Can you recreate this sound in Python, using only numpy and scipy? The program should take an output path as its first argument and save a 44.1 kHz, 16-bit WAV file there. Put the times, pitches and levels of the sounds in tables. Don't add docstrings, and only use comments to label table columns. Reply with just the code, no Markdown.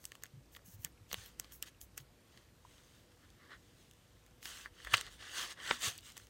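import sys
import numpy as np
from scipy import signal
from scipy.fft import rfft, irfft
from scipy.io import wavfile
from scipy.ndimage import uniform_filter1d

SR = 44100
rng = np.random.default_rng(int(sys.argv[2]) if len(sys.argv) > 2 else 0)


def dump_mix(stems):
    frames = np.atleast_2d(stems).T
    limited = np.clip(frames, -1, 1)
    pcm = np.round(limited * 32767).astype(np.int16)
    wavfile.write(sys.argv[1], SR, pcm)


def boost_factor(decibels):
    exponent = np.asarray(decibels, float) / 20
    return 10 ** exponent


N = 277413


def evened(x):
    return x / np.sqrt(np.mean(x ** 2) + 1e-20)


def read(points, hz):
    f, value = np.transpose(points)
    return np.interp(np.log(hz + 1), np.log(f + 1), value)


def add(mix, s, sound):
    part = mix[max(round(s * SR), 0):][:len(sound)]
    part += sound[:len(part)]


def smoothed_noise(shape, bins, frames):
    noise = uniform_filter1d(rng.standard_normal(shape), size=bins, axis=0)
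    return evened(uniform_filter1d(noise, size=frames, axis=1))


# (frequency [Hz], relative density [dB per Hz])
AIR = [(15, -50), (25, 1.5), (81, 2.5), (198, -4.5), (361, -5.5), (403, -12), (474, -7.5), (754, -14.5),
       (2940, -19.5), (6660, -23), (10600, -26.5), (15100, -28.5), (16800, -83)]
# (centre [Hz], width [Hz], rms level [dB])
HUM = [(55.12, 2, -72.5), (106.3, 13, -74), (487, 2.8, -84)]
AIR_RMS_DB, AIR_PATCH_DB = -66, 1.0


def air():
    hz = np.fft.rfftfreq(2048, 1 / SR)
    shape = len(hz), N // 512 + 5
    patches = smoothed_noise(shape, 20, 8)
    z = rng.standard_normal(shape) + 1j * rng.standard_normal(shape)
    z = z * boost_factor(read(AIR, hz)[:, None] + AIR_PATCH_DB * patches)
    out = boost_factor(AIR_RMS_DB) * evened(signal.istft(z, nperseg=2048, noverlap=1536)[1][:N])
    for f, width, db in HUM:
        noise = rng.standard_normal((N, 2)) @ [1, 1j]
        waver = signal.lfilter([1], [1, -np.exp(-np.pi * width / SR)], noise)
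        carrier = np.exp(2j * np.pi * f * np.arange(N) / SR)
        out += boost_factor(db) * evened((waver * carrier).real)
    return out


# (start [s], peak level [dB], pitch [Hz], t60 [s], at least 0.02)
BUMPS = [(0.333, -50, 128, 0.21), (0.369, -47, 130, 0.14), (0.679, -53.5, 178, 0.092),
         (0.732, -50.5, 98.5, 0.25), (0.79, -48.5, 100.2, 0.084), (0.846, -52.5, 159.7, 0.083),
         (1.005, -54.5, 99.5, 0.2), (1.129, -55, 185, 0.2), (1.13, -45.5, 480, 0.018),
         (1.172, -48, 100.3, 0.1), (1.821, -54, 62, 0.1), (1.999, -56, 132.7, 0.14),
         (2.65, -49.5, 990, 0.023), (4.71, -55, 64, 0.058), (4.841, -50, 53, 0.35),
         (4.931, -40.5, 107.5, 0.098), (5.039, -54, 46, 0.31), (5.707, -49.5, 242, 0.18),
         (5.872, -42.5, 104.8, 0.056)]


def bumps():
    t, out = np.arange(SR // 4) / SR, np.zeros(N)
    for s, db, hz, t60 in BUMPS:
        push = 1 - np.exp(-t * hz / 0.55)
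        ring = push * boost_factor(-60 * t / max(t60, .02)) * np.sin(2 * np.pi * hz * t)
        add(out, s, boost_factor(db) * ring / abs(ring).max())
    return out


# (centre [Hz], width [Hz], gain [dB])
RINGS = [(1126, 47, 4.5), (1745, 206, 3), (2840, 930, 5.5), (4556, 44, 6.5), (6540, 460, 4),
         (8525, 2000, 4.5)]


def body(points, size=2048):
    hz = abs(np.fft.fftfreq(size, 1 / SR))
    db = read(points, hz) + sum(g / (1 + (2 * (hz - f) / w) ** 2) for f, w, g in RINGS)
    spectrum = np.exp(np.conj(signal.hilbert(np.log(boost_factor(db)))))
    taps = np.fft.ifft(spectrum).real[:size // 2]
    return taps / np.linalg.norm(taps)


# (frequency [Hz], relative level [dB per Hz])
SHEET = [(100, -21.5), (350, -8.5), (900, -9), (1150, -2), (2000, 1.5), (2600, -24), (4000, -66)]
CREASE = [(1500, -17.5), (2500, -3.5), (3200, 4.5), (5000, 0), (6500, -15), (9000, -51.5)]
TAPE = [(3500, -21.5), (6000, 2.5), (8500, -2.5), (10300, -5), (13000, -34.5)]
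FIBRES = [(8000, -44), (11000, 3.5), (13000, 1.5), (17000, 4)]


def radiators():
    return [body(p) for p in (SHEET, CREASE, TAPE, FIBRES)]


CRACKLES_PER_S, DECAY_CYCLES = 30, 5


def crackle():
    t, out = np.arange(400) / SR, np.zeros(N)
    for when, pitch, size in rng.random((round(CRACKLES_PER_S * N / SR), 3)):
        cycles = t * 2000 * 7.5 ** pitch
        grain = np.sin(2 * np.pi * cycles) * cycles * np.exp(-3 * cycles / DECAY_CYCLES)
        gain_db = -66 - 4 * np.log(size + .05)
        add(out, when * N / SR, boost_factor(gain_db) * grain)
    return out


EDGE_DB, SQUARENESS = -18, 2.11


def pressure(table, answer_db):
    s, swell_s, fade_s, db, bright_db = np.transpose(table)[:, :, None]
    t = np.arange(0, N + 64, 64) / SR
    away = np.where(t < s, (s - t) / swell_s, (t - s) / fade_s)
    level_db = np.maximum(db + EDGE_DB * away ** SQUARENESS, -200)
    step = np.arange(len(answer_db)) - (len(answer_db) - 1) / 2
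    power = [(boost_factor(level_db + k * bright_db + g) ** 2).sum(0) for k, g in zip(step, answer_db)]
    return np.array([np.interp(np.arange(N) / SR, t, np.sqrt(p)) for p in power])


# (peak time [s], swell [s], fade [s], relative level [dB], brightness [dB per part, sheet to fibres])
STROKES = [(0.15, 0.095, 0.045, -75, 0.3), (0.25, 0.05, 0.03, -74, -2.2), (0.57, 0.04, 0.032, -83, -4),
           (0.859, 0.026, 0.02, -72, -11.5), (1.122, 0.04, 0.0153, -64, 4), (1.189, 0.088, 0.15, -60, -1),
           (1.41, 0.045, 0.12, -70, -3), (1.515, 0.026, 0.032, -69, -3.13),
           (1.632, 0.01, 0.019, -58.5, -2.5), (1.676, 0.027, 0.025, -58, 0), (1.985, 0.019, 0.04, -68, -3),
           (2.37, 0.17, 0.13, -73.5, -3), (2.72, 0.13, 0.18, -74, -2.5), (2.95, 0.41, 0.15, -72.5, -0.5),
           (3.12, 0.012, 0.018, -75, -4), (3.22, 0.23, 0.19, -79, -1), (3.245, 0.025, 0.021, -84, -13),
           (3.43, 0.089, 0.11, -77.5, -10), (3.525, 0.038, 0.0466, -67.5, -11.5),
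           (3.68, 0.36, 0.13, -78.5, 0.3), (3.81, 0.074, 0.09, -72.5, -0.5), (4.1, 0.97, 0.4, -81, -1),
           (4.469, 0.052, 0.14, -55, 0), (4.6, 0.155, 0.084, -57.5, -0.6),
           (4.656, 0.018, 0.03, -71.5, -14.5), (4.871, 0.15, 0.098, -62.5, -3.5),
           (4.95, 0.053, 0.095, -48, -4.5), (5.069, 0.063, 0.041, -60, -5), (5.13, 0.045, 0.063, -62.5, -1),
           (5.23, 0.057, 0.33, -59, -5), (5.411, 0.11, 0.083, -45.5, -1.5), (5.514, 0.043, 0.027, -52, -3),
           (5.6, 0.043, 0.045, -67.5, -12.5), (5.712, 0.1193, 0.0885, -48, -3.5),
           (5.859, 0.065, 0.063, -40, -1.1), (5.929, 0.028, 0.087, -60, -1), (6.08, 0.072, 0.066, -59.5, 0),
           (6.19, 0.071, 0.11, -67, 0.5)]
DRAWS = [(0.05, 0.066, 0.066, -62.5, -1.5), (0.535, 0.019, 0.046, -62.5, 1),
         (0.667, 0.0195, 0.057, -61.5, 3.1), (0.74, 0.063, 0.026, -61, 2), (0.835, 0.061, 0.067, -64.5, 3),
         (1.27, 0.051, 0.033, -76, 11.5), (1.525, 0.01, 0.066, -60.5, 5.5), (1.815, 0.011, 0.045, -58.5, 3),
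         (2.005, 0.03, 0.027, -68.5, 4), (4.45, 0.0354, 0.071, -66, 7.5)]
RUB_DB = [-5, 0.05, -1.33, -5.5]
DRAW_DB = [-18.5, -14, -5.7, -1.2]
SLIPS_PER_S, CLUMP_DB = 5500, 1.606


def strokes(parts):
    size = boost_factor(1.6 * np.minimum(rng.exponential(1, N), 5)) * rng.standard_normal(N)
    slips = evened(size * (rng.random(N) < SLIPS_PER_S / SR))
    levels = np.hypot(pressure(STROKES, RUB_DB), pressure(DRAWS, DRAW_DB))
    out = np.zeros(N)
    for part, level in zip(parts, levels):
        drift = evened(uniform_filter1d(rng.standard_normal(N), size=120))
        rub = (slips + 1.6 * rng.standard_normal(N)) * boost_factor(CLUMP_DB * drift)
        out += evened(signal.oaconvolve(rub, part)[:N]) * level
    return out


BEND_DB = 2.1


def bending(x):
    z = signal.stft(x, nperseg=512, noverlap=384)[2]
    gain = boost_factor(BEND_DB * smoothed_noise(z.shape, 4, 24))
    return signal.istft(z * gain, nperseg=512, noverlap=384)[1][:N]


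# (release time [s], peak level [dB], tape over sheet [dB],
# crease over the mean of both [dB], burst t60 [ms])
TICKS = [(0.0418, -38, 6.5, -3, 7), (0.0536, -24, 33, 4.5, 8.9), (0.1193, -35, -3.5, -0.5, 8.8),
         (0.1531, -41.5, 1.5, -0.03, 10), (0.224, -45, 3, 2, 10.2), (0.2363, -28, 7, -11, 6.5),
         (0.244, -48, -22, 3, 14), (0.2568, -42, -3, -0.5, 7), (0.2646, -44.5, 12, 3, 7.6),
         (0.55, -42, -20.5, 11.5, 8.5), (0.564, -40.5, -1.5, 6, 11.8), (0.568, -41, -3, -10.2, 8.8),
         (0.592, -54.5, -15, -4.85, 7), (0.8212, -47, 26, -3, 7), (0.8344, -45, 24.5, 6, 7),
         (0.8478, -18.5, 20, -2, 7.8), (0.8536, -49.5, -24.5, 4, 8.9), (1.1143, -33, -7, 7, 20),
         (1.1294, -20.5, 10, -0.5, 11.3), (1.1431, -22, -0.5, 4.5, 3.1), (1.2605, -39, 22, 7, 9.8),
         (1.3983, -21.5, 15.5, -6, 9.7), (1.445, -43, -2, 7.5, 14.3), (1.5221, -40.5, 15, 5, 7),
         (1.626, -19, 36.5, 11.5, 6.9), (1.8139, -34, 26.5, 3, 11), (1.9645, -51, 15, -3, 6.2),
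         (1.9776, -27, 10.5, -7.5, 23), (1.9848, -38, 8, 0, 6.1), (2.002, -49, -2.5, 12, 8.9),
         (2.3746, -46.5, -4, 3.5, 18), (2.782, -52.5, -2, 12, 5.3), (3.3032, -52, 24, 11, 8.2),
         (3.912, -46, 21, 8, 8), (3.9355, -51, 8, -5.5, 6.2), (4.2637, -49, 3.32, -3.78, 10.5),
         (4.4283, -36, 1, 0.5, 6.9), (4.4555, -31, 0, 2, 21), (4.6591, -33, -48, 1, 2),
         (4.802, -46.5, -22.5, 0, 9.7), (4.848, -37, -1.2, 2, 25), (4.8706, -33.5, -19, -4.5, 44),
         (4.933, -35, 14, -1.5, 5.4), (4.9366, -18, -3, -1, 16), (4.94, -9, -18, 6, 11),
         (4.9429, -16, -14, 12, 15), (4.9458, -22.5, -2, -3, 18), (4.9496, -22, -18, 13, 20),
         (4.97, -25.5, 14, -1, 11.6), (4.979, -30, -8, 9, 18), (5.0111, -25.5, 4, 0.6, 11),
         (5.0658, -36.5, 11, 13, 11), (5.5134, -50, 3, 24, 6.4), (5.693, -30, -36, 5.5, 7.8),
         (5.7096, -15, -32, 15, 9.9), (5.711, -15, -37, 10.5, 14), (5.8206, -31, 6, 5, 6.1),
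         (5.978, -42, 28, 0, 10), (5.9798, -31.5, 36, -5, 4.4), (5.986, -37, 17.5, 24.5, 23),
         (5.9907, -46, 24.5, 8, 7), (6.0083, -46, 27, 4, 6.3), (6.121, -41, 27, 5, 8.8),
         (6.168, -39.5, 2.5, 0.5, 42), (6.1777, -31.5, 10, -7, 14), (6.1986, -45.5, -7, -3.5, 8.3),
         (6.27, -47, 8, -1, 6.2)]
RELEASE_DB, LEAD_DB = 10, -14
LEAD_PACE = 0.5
LAID_S, LAID_DB = 2.2, -5
TAUT = 0.87


def ticks(parts):
    t, out = np.arange(-400, 1200) / SR, np.zeros(N)
    sheet, crease, tape, fibres = parts
    for s, db, tape_db, crease_db, t60_ms in TICKS:
        laid = s > LAID_S
        away_ms = 1e3 * np.where(t > 0, t, -LEAD_PACE * t)
        burst_db = -60 * (away_ms / t60_ms) ** 0.75 + LEAD_DB * (t < 0)
        burst = rng.standard_normal(len(t)) * boost_factor(burst_db)
        drive = np.where(t == 0, boost_factor(RELEASE_DB), burst)
        pinned = signal.lfilter([1, -TAUT * laid], [1], sheet)
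        strip = tape + boost_factor(2 + LAID_DB * laid) * fibres
        shaken = (-tape_db / 2, pinned), (crease_db, crease), (tape_db / 2, strip)
        sound = sum(boost_factor(g) * evened(signal.fftconvolve(drive, p)) for g, p in shaken)
        add(out, s + t[0], boost_factor(db) * sound / abs(sound).max())
    return out


def room(x):
    at = np.arange(200, SR // 4, 22)
    taps = np.zeros(SR // 4 + 22)
    signs = rng.choice([-1., 1.], len(at))
    taps[at + rng.integers(0, 22, len(at))] = signs * boost_factor(-60 * at / SR / 0.05)
    return signal.oaconvolve(x, taps / np.linalg.norm(taps))[:N]


def scene():
    parts = radiators()
    hands = ticks(parts) + crackle() + bending(strokes(parts))
    return (hands + boost_factor(-20.0) * room(hands) + bumps() + air())[None]


def low_pass(x):
    return signal.sosfilt(signal.butter(12, 16980, fs=SR, output="sos"), x)


# (centre [Hz], width [Hz], gain [dB])
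MIC_DIP = (10650, 490, -5.5)
BASS_CUT_HZ, EDGE_HZ = 36, 15950


def record(dry):
    high_pass = signal.butter(3, BASS_CUT_HZ, "high", fs=SR, output="sos")
    heard = signal.sosfilt(high_pass, dry)
    f, width, db = MIC_DIP
    hz = np.fft.rfftfreq(N, 1 / SR)
    heard = irfft(rfft(heard) * boost_factor(db / (1 + (2 * (hz - f) / width) ** 2)), N)
    edge = signal.firwin(511, EDGE_HZ, window=("kaiser", 9), fs=SR)
    mix = signal.oaconvolve(heard, edge[None], "same")
    return low_pass(mix)


dry = scene()
out = record(dry)
dump_mix(out)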